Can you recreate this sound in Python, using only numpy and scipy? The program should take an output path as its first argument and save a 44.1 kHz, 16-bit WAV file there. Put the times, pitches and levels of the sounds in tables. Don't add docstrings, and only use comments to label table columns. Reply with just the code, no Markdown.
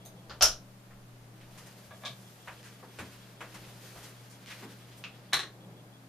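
import sys
import numpy as np
from scipy import signal
from scipy.fft import rfft, irfft, next_fast_len
from scipy.io import wavfile
from scipy.ndimage import map_coordinates

SR = 44100
rng = np.random.default_rng(int(sys.argv[2]) if len(sys.argv) > 2 else 0)


def dump(signal):
    limited = np.clip(np.atleast_2d(signal).T, -1, 1)
    pcm = np.round(limited * 32767).astype(np.int16)
    wavfile.write(sys.argv[1], SR, pcm)


def undo_db(level):
    steps = np.asarray(level, float) / 20
    return 10 ** steps


N = 268128


def unit(x):
    return x / np.sqrt(np.mean(x ** 2) + 1e-20)


def along(points, hz):
    point_hz, value = np.transpose(points)
    return np.interp(np.log(hz + 1), np.log(point_hz + 1), value)


def wobble(knots_per_s):
    knots = rng.standard_normal(int(N * knots_per_s / SR) + 4)
    return map_coordinates(knots, [np.arange(N) * knots_per_s / SR])


def roll(x):
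    return 1 / (1 + np.sqrt(2) * 1j * x - x * x)


def filtered(x, response):
    n = x.shape[-1]
    size = next_fast_len(n + 8192)
    return irfft(rfft(x, size) * response(np.fft.rfftfreq(size, 1 / SR)), size)[..., :n]


def resonances(modes):
    def mode(f, k, center_hz, width_hz, level_db):
        damping = 1j * f * width_hz
        return (-1) ** k * undo_db(level_db) * damping / (center_hz * center_hz - f * f + damping)
    return lambda f: sum(mode(f, k, *row) for k, row in enumerate(modes))


# pitch_hz, likeness_0_to_1
PORT_LIKENESS = [(100, 0.93), (400, 1), (1200, 0.91), (2400, 0.73), (4500, 0.36), (8000, 0.12),
                 (14000, 0.11)]


def paired(pair, spectrum):
    def mid_side(hz):
        angle = np.arccos(np.clip(along(PORT_LIKENESS, hz), -1, 1)) / 2
        return undo_db(along(spectrum, hz)) * [np.cos(angle), np.sin(angle)]
    mid, side = filtered(pair, mid_side)
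    return np.array([mid + side, mid - side])


def noise(spectrum):
    return unit(paired(rng.standard_normal((2, N)), spectrum))


# pitch_hz, t60_s
ROOM_DECAY = [(200, 0.62), (700, 0.22), (3000, 0.22), (6000, 0.21), (12000, 0.18)]


def in_room(blow, wet_db, spread_s):
    n = len(blow)
    age_s = np.arange(n) / SR
    hz, frame_s, grid = signal.stft(rng.standard_normal((2, n)), SR, nperseg=256)
    decay = undo_db(-60 * frame_s / along(ROOM_DECAY, hz)[:, None])
    tail = signal.istft(grid * decay, SR, nperseg=256)[1][:, :n]
    thickening = 1 - np.exp(-age_s / np.clip(spread_s, 2e-4, 1))
    tail = paired(tail * thickening, [(1, 0)])
    scatter = rng.standard_normal((2, n)) * undo_db(-60 * age_s / 0.016)
    scatter = filtered(scatter / np.linalg.norm(scatter[0]), lambda f: -(f / 7500) ** 2 * roll(f / 7500))
    direct = filtered(signal.unit_impulse(n), lambda f: roll(f / 7500)) + scatter
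    echo = direct + undo_db(wet_db) * tail / np.linalg.norm(tail[0])
    return signal.fftconvolve(blow[None], echo, axes=1)[:, :n]


def add(track, start_s, sound):
    part = track[:, round(start_s * SR):][:, :sound.shape[1]]
    part += sound[:, :part.shape[1]]


def swells(peaks, rise_db_s, fall_db_s, rest_db):
    peak_s, level_db = np.transpose(peaks)[:, :, None]
    late_s = np.arange(N) / SR - peak_s
    slope_db_s = np.where(late_s < 0, -rise_db_s, fall_db_s)
    return np.sqrt(undo_db(rest_db) ** 2 + np.sum(undo_db(level_db - slope_db_s * late_s) ** 2, axis=0))


def hardened(contacts, top_hz, softens):
    return [(start_s, peak_db, top_hz * undo_db(softens * peak_db)) for start_s, peak_db in contacts]


def mechanism(contacts, modes, wet_db, trim_db):
    track, blow = np.zeros((2, N)), signal.unit_impulse(SR // 3)
    for start_s, peak_db, hard_hz in contacts:
        housing = resonances([(hz, width_hz, db + rng.normal(0, 1.5)) for hz, width_hz, db in modes])
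        ring = filtered(blow, lambda f: housing(f) * roll(f / hard_hz) ** 2)
        ring = undo_db(peak_db + trim_db) * ring / np.abs(ring).max()
        add(track, start_s, in_room(ring, wet_db, spread_s=0.0013))
    return track


def soft_contacts(rows):
    track, blow = np.zeros((2, N)), signal.unit_impulse(SR // 3)
    for start_s, level_db, low_hz, high_hz, edge_db, scrape_s in rows:
        def response(f):
            band = roll(f / high_hz) ** 4 * (1j * f / low_hz) ** 2 * roll(f / low_hz)
            edge = undo_db(edge_db) * 1j * f / (6000 + 1j * f) * roll(f / 10500) ** 2
            return band + edge
        rub = filtered(blow, response)
        rub = undo_db(level_db + 16) * rub / np.linalg.norm(rub)
        add(track, start_s, in_room(rub, wet_db=12, spread_s=scrape_s))
    return track


# pitch_hz, level_db_rms, unsteadiness_db
HUM_TONES = [(119.8, -55.5, 1.5), (191, -64.5, 2.5), (210.4, -69.5, 1.5), (267.5, -71.5, 3),
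             (315.4, -73.5, 4), (592, -76, 4)]


def hum():
    t_s = np.arange(N) / SR
    tones = np.zeros(N)
    for hz, level_db, loose_db in HUM_TONES:
        gain = undo_db(level_db + 2.5 + loose_db * wobble(5))
        tones += gain * np.sin(2 * np.pi * hz * t_s + 0.21 * loose_db * wobble(4.16))
    return tones


# pitch_hz, density_db_per_hz
AIR_SPECTRUM = [(20, -9), (40, -10.5), (90, -7), (140, 3), (172, 8), (230, -4), (320, -1.5), (600, -3.5),
                (900, -8.5), (1400, -28.5), (2500, -34.5), (5000, -45)]


def air():
    return undo_db(-58.5 + 2.5 * wobble(3.15)) * noise(AIR_SPECTRUM)


# pitch_hz, density_db_per_hz
HISS_SPECTRUM = [(30, 6), (300, 6.5), (1200, 7.5), (2500, 1), (6000, -3.5), (14000, -6.5), (15500, -12)]


def hiss():
    white = rng.standard_normal((2, N))
    return undo_db(-60.5) * unit(filtered(white, lambda hz: undo_db(along(HISS_SPECTRUM, hz))))


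# start_s, end_s
FOCUS_HUNTS = [
    (.005, .25),
    (1.925, 6.05),
]
# pitch_hz, width_hz, level_db
LENS_OUT_MODES = [(3290, 60, 3), (3390, 60, 5)]
# pitch_hz, width_hz, level_db
LENS_BACK_MODES = [(1590, 40, 3), (3390, 60, -6)]


def focus():
    starts_s = np.concatenate([np.arange(start_s, end_s, .16) for start_s, end_s in FOCUS_HUNTS])
    steps_s = starts_s[:, None] + np.arange(5) / 99.6
    buzz = np.zeros(N)
    for delay_s, modes in ((0, LENS_OUT_MODES), (.08, LENS_BACK_MODES)):
        at = np.round((steps_s + delay_s) * SR).astype(int).ravel()
        strength = undo_db(1.2 * rng.standard_normal(len(at)))
        buzz += filtered(np.bincount(at, strength, N + SR)[:N], resonances(modes))
    phase_rad = np.array([[1.25], [-1.25]])
    return undo_db(-23) * filtered(buzz, lambda f: np.exp(1j * phase_rad) * (f > 0))


# peak_s, level_db
HAND_SWAYS = [
    (.1, -72),
    (.56, -59.5),
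    (.98, -59),
    (1.51, -65),
    (2.71, -83),
    (3.56, -70),
    (5.11, -82),
    (5.33, -77),
]


def tremor():
    shake = noise([(8, -9.5), (24, -17), (31, -13), (50, -31), (80, -120)])
    grip = swells(HAND_SWAYS, rise_db_s=55.5, fall_db_s=57, rest_db=-88)
    grip = grip + swells([(.47, -38)], rise_db_s=289.5, fall_db_s=250, rest_db=-np.inf)
    return grip * (shake[0] + 0.086 * shake)


# start_s, peak_db, hardness_hz
NAIL_CONTACTS = [
    (.052, -38, 19986),
    (.060, -36.5, 19998),
    (.070, -63, 20000),
]
# pitch_hz, width_hz, level_db
NAIL_MODES = [(646, 100, 4.5), (3800, 380, -5.5), (6420, 160, 1.5), (8950, 1000, -5.5), (13000, 3000, -7)]
# start_s, peak_db, hardness_hz
PRESS_CONTACTS = [
    (.2965, -36, 7000),
    (.306, -36, 6000),
    (.316, -41, 5000),
]
# pitch_hz, width_hz, level_db
ROCKER_MODES = [(500, 180, -7), (1110, 440, 1.5), (1800, 990, -3.5), (3170, 1100, -7), (4640, 820, -2.5),
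                (6900, 1200, -11)]


def thumb():
    graze = mechanism(NAIL_CONTACTS, NAIL_MODES, wet_db=5.5, trim_db=2.0)
    return graze + mechanism(PRESS_CONTACTS, ROCKER_MODES, wet_db=10, trim_db=-0.5)


# pitch_hz, density_db_per_hz
SWISH_SPECTRUM = [(200, -11), (400, 0), (800, -7), (1500, -2.5), (3000, -4.5), (5000, -7), (8000, -29)]
# pitch_hz, density_db_per_hz
BRUSH_SPECTRUM = [(2000, -12), (4000, -3), (6000, 2), (9000, -0.5), (13000, -0.5), (16000, -12)]
# peak_s, swish_db, brush_over_swish_db
CLOTH_GESTURES = [(.15, -71, -5), (.46, -74.5, 4), (1.3, -71, -8), (1.6, -60, -2.5), (1.8, -62.5, 0),
                  (2.08, -68, 7.5), (2.25, -64.5, 4), (2.55, -59.5, -4.5), (2.7, -66, 1),
                  (3.06, -56.5, -3.5), (3.2, -61.5, -6), (3.59, -55.5, -3.5), (3.86, -56.5, 0.5),
                  (4.02, -57, -2.5), (4.57, -52.5, -4), (4.96, -69, 0), (5.16, -62.5, -20)]


def cloth():
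    swish_peaks = [(peak_s, db) for peak_s, db, _ in CLOTH_GESTURES]
    brush_peaks = [(peak_s, db + over_db) for peak_s, db, over_db in CLOTH_GESTURES]
    swish = swells(swish_peaks, rise_db_s=53, fall_db_s=33, rest_db=-73)
    brush = swells(brush_peaks, rise_db_s=53, fall_db_s=33, rest_db=-84)
    grain_db = 1.6 * wobble(40)
    return undo_db(grain_db) * (swish * noise(SWISH_SPECTRUM) + brush * noise(BRUSH_SPECTRUM))


# start_s, peak_db, pitch_hz
LOW_BUMPS = [(.30, -59.5, 64.3), (0.417, -45.5, 57), (.93, -65, 45.4), (1.2, -69, 45), (1.45, -70, 50),
             (1.879, -62, 95), (2.03, -65, 239), (2.09, -56.5, 132.7), (2.48, -67, 70), (2.991, -54, 89),
             (2.999, -55.5, 176.3), (3.16, -70, 50), (3.59, -67, 59.7), (3.96, -65, 60.5),
             (4.92, -72, 65.2), (5.335, -63, 70), (5.334, -54.5, 147.7)]


def bumps():
    track, t_s = np.zeros((2, N)), np.arange(SR // 2) / SR
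    for start_s, peak_db, hz in LOW_BUMPS:
        envelope = undo_db(-60 * t_s / 0.36) * (1 - np.exp(-t_s / 0.0034))
        swing = np.sin(2 * np.pi * hz * t_s) * envelope
        add(track, start_s, undo_db(peak_db + 10.5) * swing * np.ones((2, 1)))
    return track


# start_s, peak_db
CREEP_CONTACTS = [
    (.4092, -12.5),
    (.4108, -16),
    (.4135, -14),
    (.4160, -13),
    (.4190, -15.5),
]
# start_s, peak_db
SNAP_CONTACTS = [(.4213, -7), (.4246, 0.5), (.4297, -4.5), (.4316, -6.5), (.4365, -21), (.4428, -13),
                 (.4518, -14.5), (.4558, -16), (.4762, -22), (.4865, -26), (.5040, -30), (.5220, -31.5)]
# pitch_hz, width_hz, level_db
PLATE_MODES = [(650, 158, -6), (1385, 160, -3.5), (3000, 630, -8), (4110, 900, -8), (5360, 490, 4.5),
               (5970, 450, 2.5), (6830, 470, -3), (10800, 2500, -7.5), (13600, 880, -8)]


def button():
    creep = hardened(CREEP_CONTACTS, top_hz=4900, softens=0)
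    snap = hardened(SNAP_CONTACTS, top_hz=14000, softens=0.21)
    return mechanism(creep + snap, PLATE_MODES, wet_db=3.5, trim_db=-2.5)


# start_s, level_db, low_hz, high_hz, edge_db
FOOTFALLS = [
    (.907, -57, 500, 2990, -20),
    (2.475, -40.5, 700, 2960, -21),
    (2.515, -63, 704, 3000, -33),
    (2.828, -48, 397, 1820, -46),
    (2.988, -38, 199, 3360, -11),
    (3.407, -39.5, 500, 3160, -16),
    (3.543, -45, 800, 3070, -6.5),
    (3.96, -49.5, 200, 2030, -19),
    (4.622, -47.5, 320, 520, -30),
    (4.624, -46.5, 700, 2460, -28),
]


def footfalls():
    return soft_contacts([(*step, 0.0026) for step in FOOTFALLS])


# start_s, level_db, center_hz, edge_db
CLOTHES_FLICKS = [
    (1.404, -55.5, 2900, -16),
    (1.577, -48.5, 1800, -5.5),
    (1.662, -50, 1740, -6),
    (3.634, -54.5, 3070, -30),
    (4.503, -43, 2840, -13),
    (4.915, -55, 4400, -14),
    (4.972, -54.5, 11800, -33),
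]


def flicks():
    return soft_contacts([(start_s, level_db, hz / 1.46, hz * 1.46, edge_db, 0.0053)
                          for start_s, level_db, hz, edge_db in CLOTHES_FLICKS])


# start_s, level_db, low_hz, edge_db, scrape_s
SOLE_DRAGS = [
    (2.63, -47.5, 1200, -5, 0.14),
    (4.03, -48.5, 400, -2, 0.011),
    (4.3, -52, 2000, 6, 0.016),
    (4.461, -44.5, 1900, -11, 0.083),
]


def drags():
    return soft_contacts([(start_s, level_db, low_hz, 5560, edge_db, scrape_s)
                          for start_s, level_db, low_hz, edge_db, scrape_s in SOLE_DRAGS])


# start_s, peak_db, hardness_hz
BOARD_CONTACTS = [
    (1.908, -44, 2000),
    (2.022, -51, 1998),
    (2.036, -39.5, 2302),
    (2.051, -36, 9000),
    (2.0565, -29.5, 9000),
]
# pitch_hz, width_hz, level_db
BOARD_MODES = [(623, 74, -2), (1164, 75, -5), (1655, 49, -1.5), (2320, 120, -3.5), (3550, 320, 2.5),
               (5500, 5000, -12.5)]


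def floorboard():
    return mechanism(BOARD_CONTACTS, BOARD_MODES, wet_db=8.5, trim_db=2.5)


# start_s, peak_db, hardness_hz
STUD_CONTACTS = [
    (5.0395, -30, 10000),
]
# pitch_hz, width_hz, level_db
STUD_MODES = [(1250, 410, -3.5), (2640, 280, 7), (4000, 2200, -6), (7500, 3000, -22)]


def tick():
    return mechanism(STUD_CONTACTS, STUD_MODES, wet_db=5.5, trim_db=2.5)


# start_s, peak_db
RELAY_CONTACTS = [(5.3315, -16.5), (5.3328, -15), (5.3345, -12.5), (5.3407, -16), (5.3420, -17.5),
                  (5.3600, -37), (5.3680, -24), (5.3927, -22), (5.3997, -28), (5.4050, -26.5),
                  (5.4218, -38), (5.4330, -31)]
# pitch_hz, width_hz, level_db
CASE_MODES = [(355, 180, -12.5), (800, 200, -6.5), (1120, 150, 0), (1754, 320, 2.5), (2270, 960, -3),
              (4000, 620, 4.5), (4400, 450, -4.5), (5600, 1050, -11.5), (8860, 790, -9),
              (11380, 1400, -10.5)]


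def relay():
    lead_in = (5.3266, -29, 2900)  # start_s, peak_db, hardness_hz
    landings = hardened(RELAY_CONTACTS, top_hz=21100, softens=0.3)
    return mechanism([lead_in] + landings, CASE_MODES, wet_db=2.0, trim_db=0.9)


def scene():
    background = hum() + air() + hiss() + focus() + tremor()
    hard = thumb() + button() + floorboard() + tick() + relay()
    soft = cloth() + bumps() + footfalls() + flicks() + drags()
    return (background + hard + soft) * undo_db([[.5], [-.5]])


def band_limit(x):
    return signal.sosfilt(signal.butter(12, 16450, fs=SR, output="sos"), x)


def record(dry):
    def response(hz):
        notch = 1 - .95 * np.exp(-((hz - 7980) / 100) ** 2)
        return notch / (1 + (hz / 15350) ** 200)
    return band_limit(filtered(dry, response))


dry = scene()
out = record(dry)
dump(out)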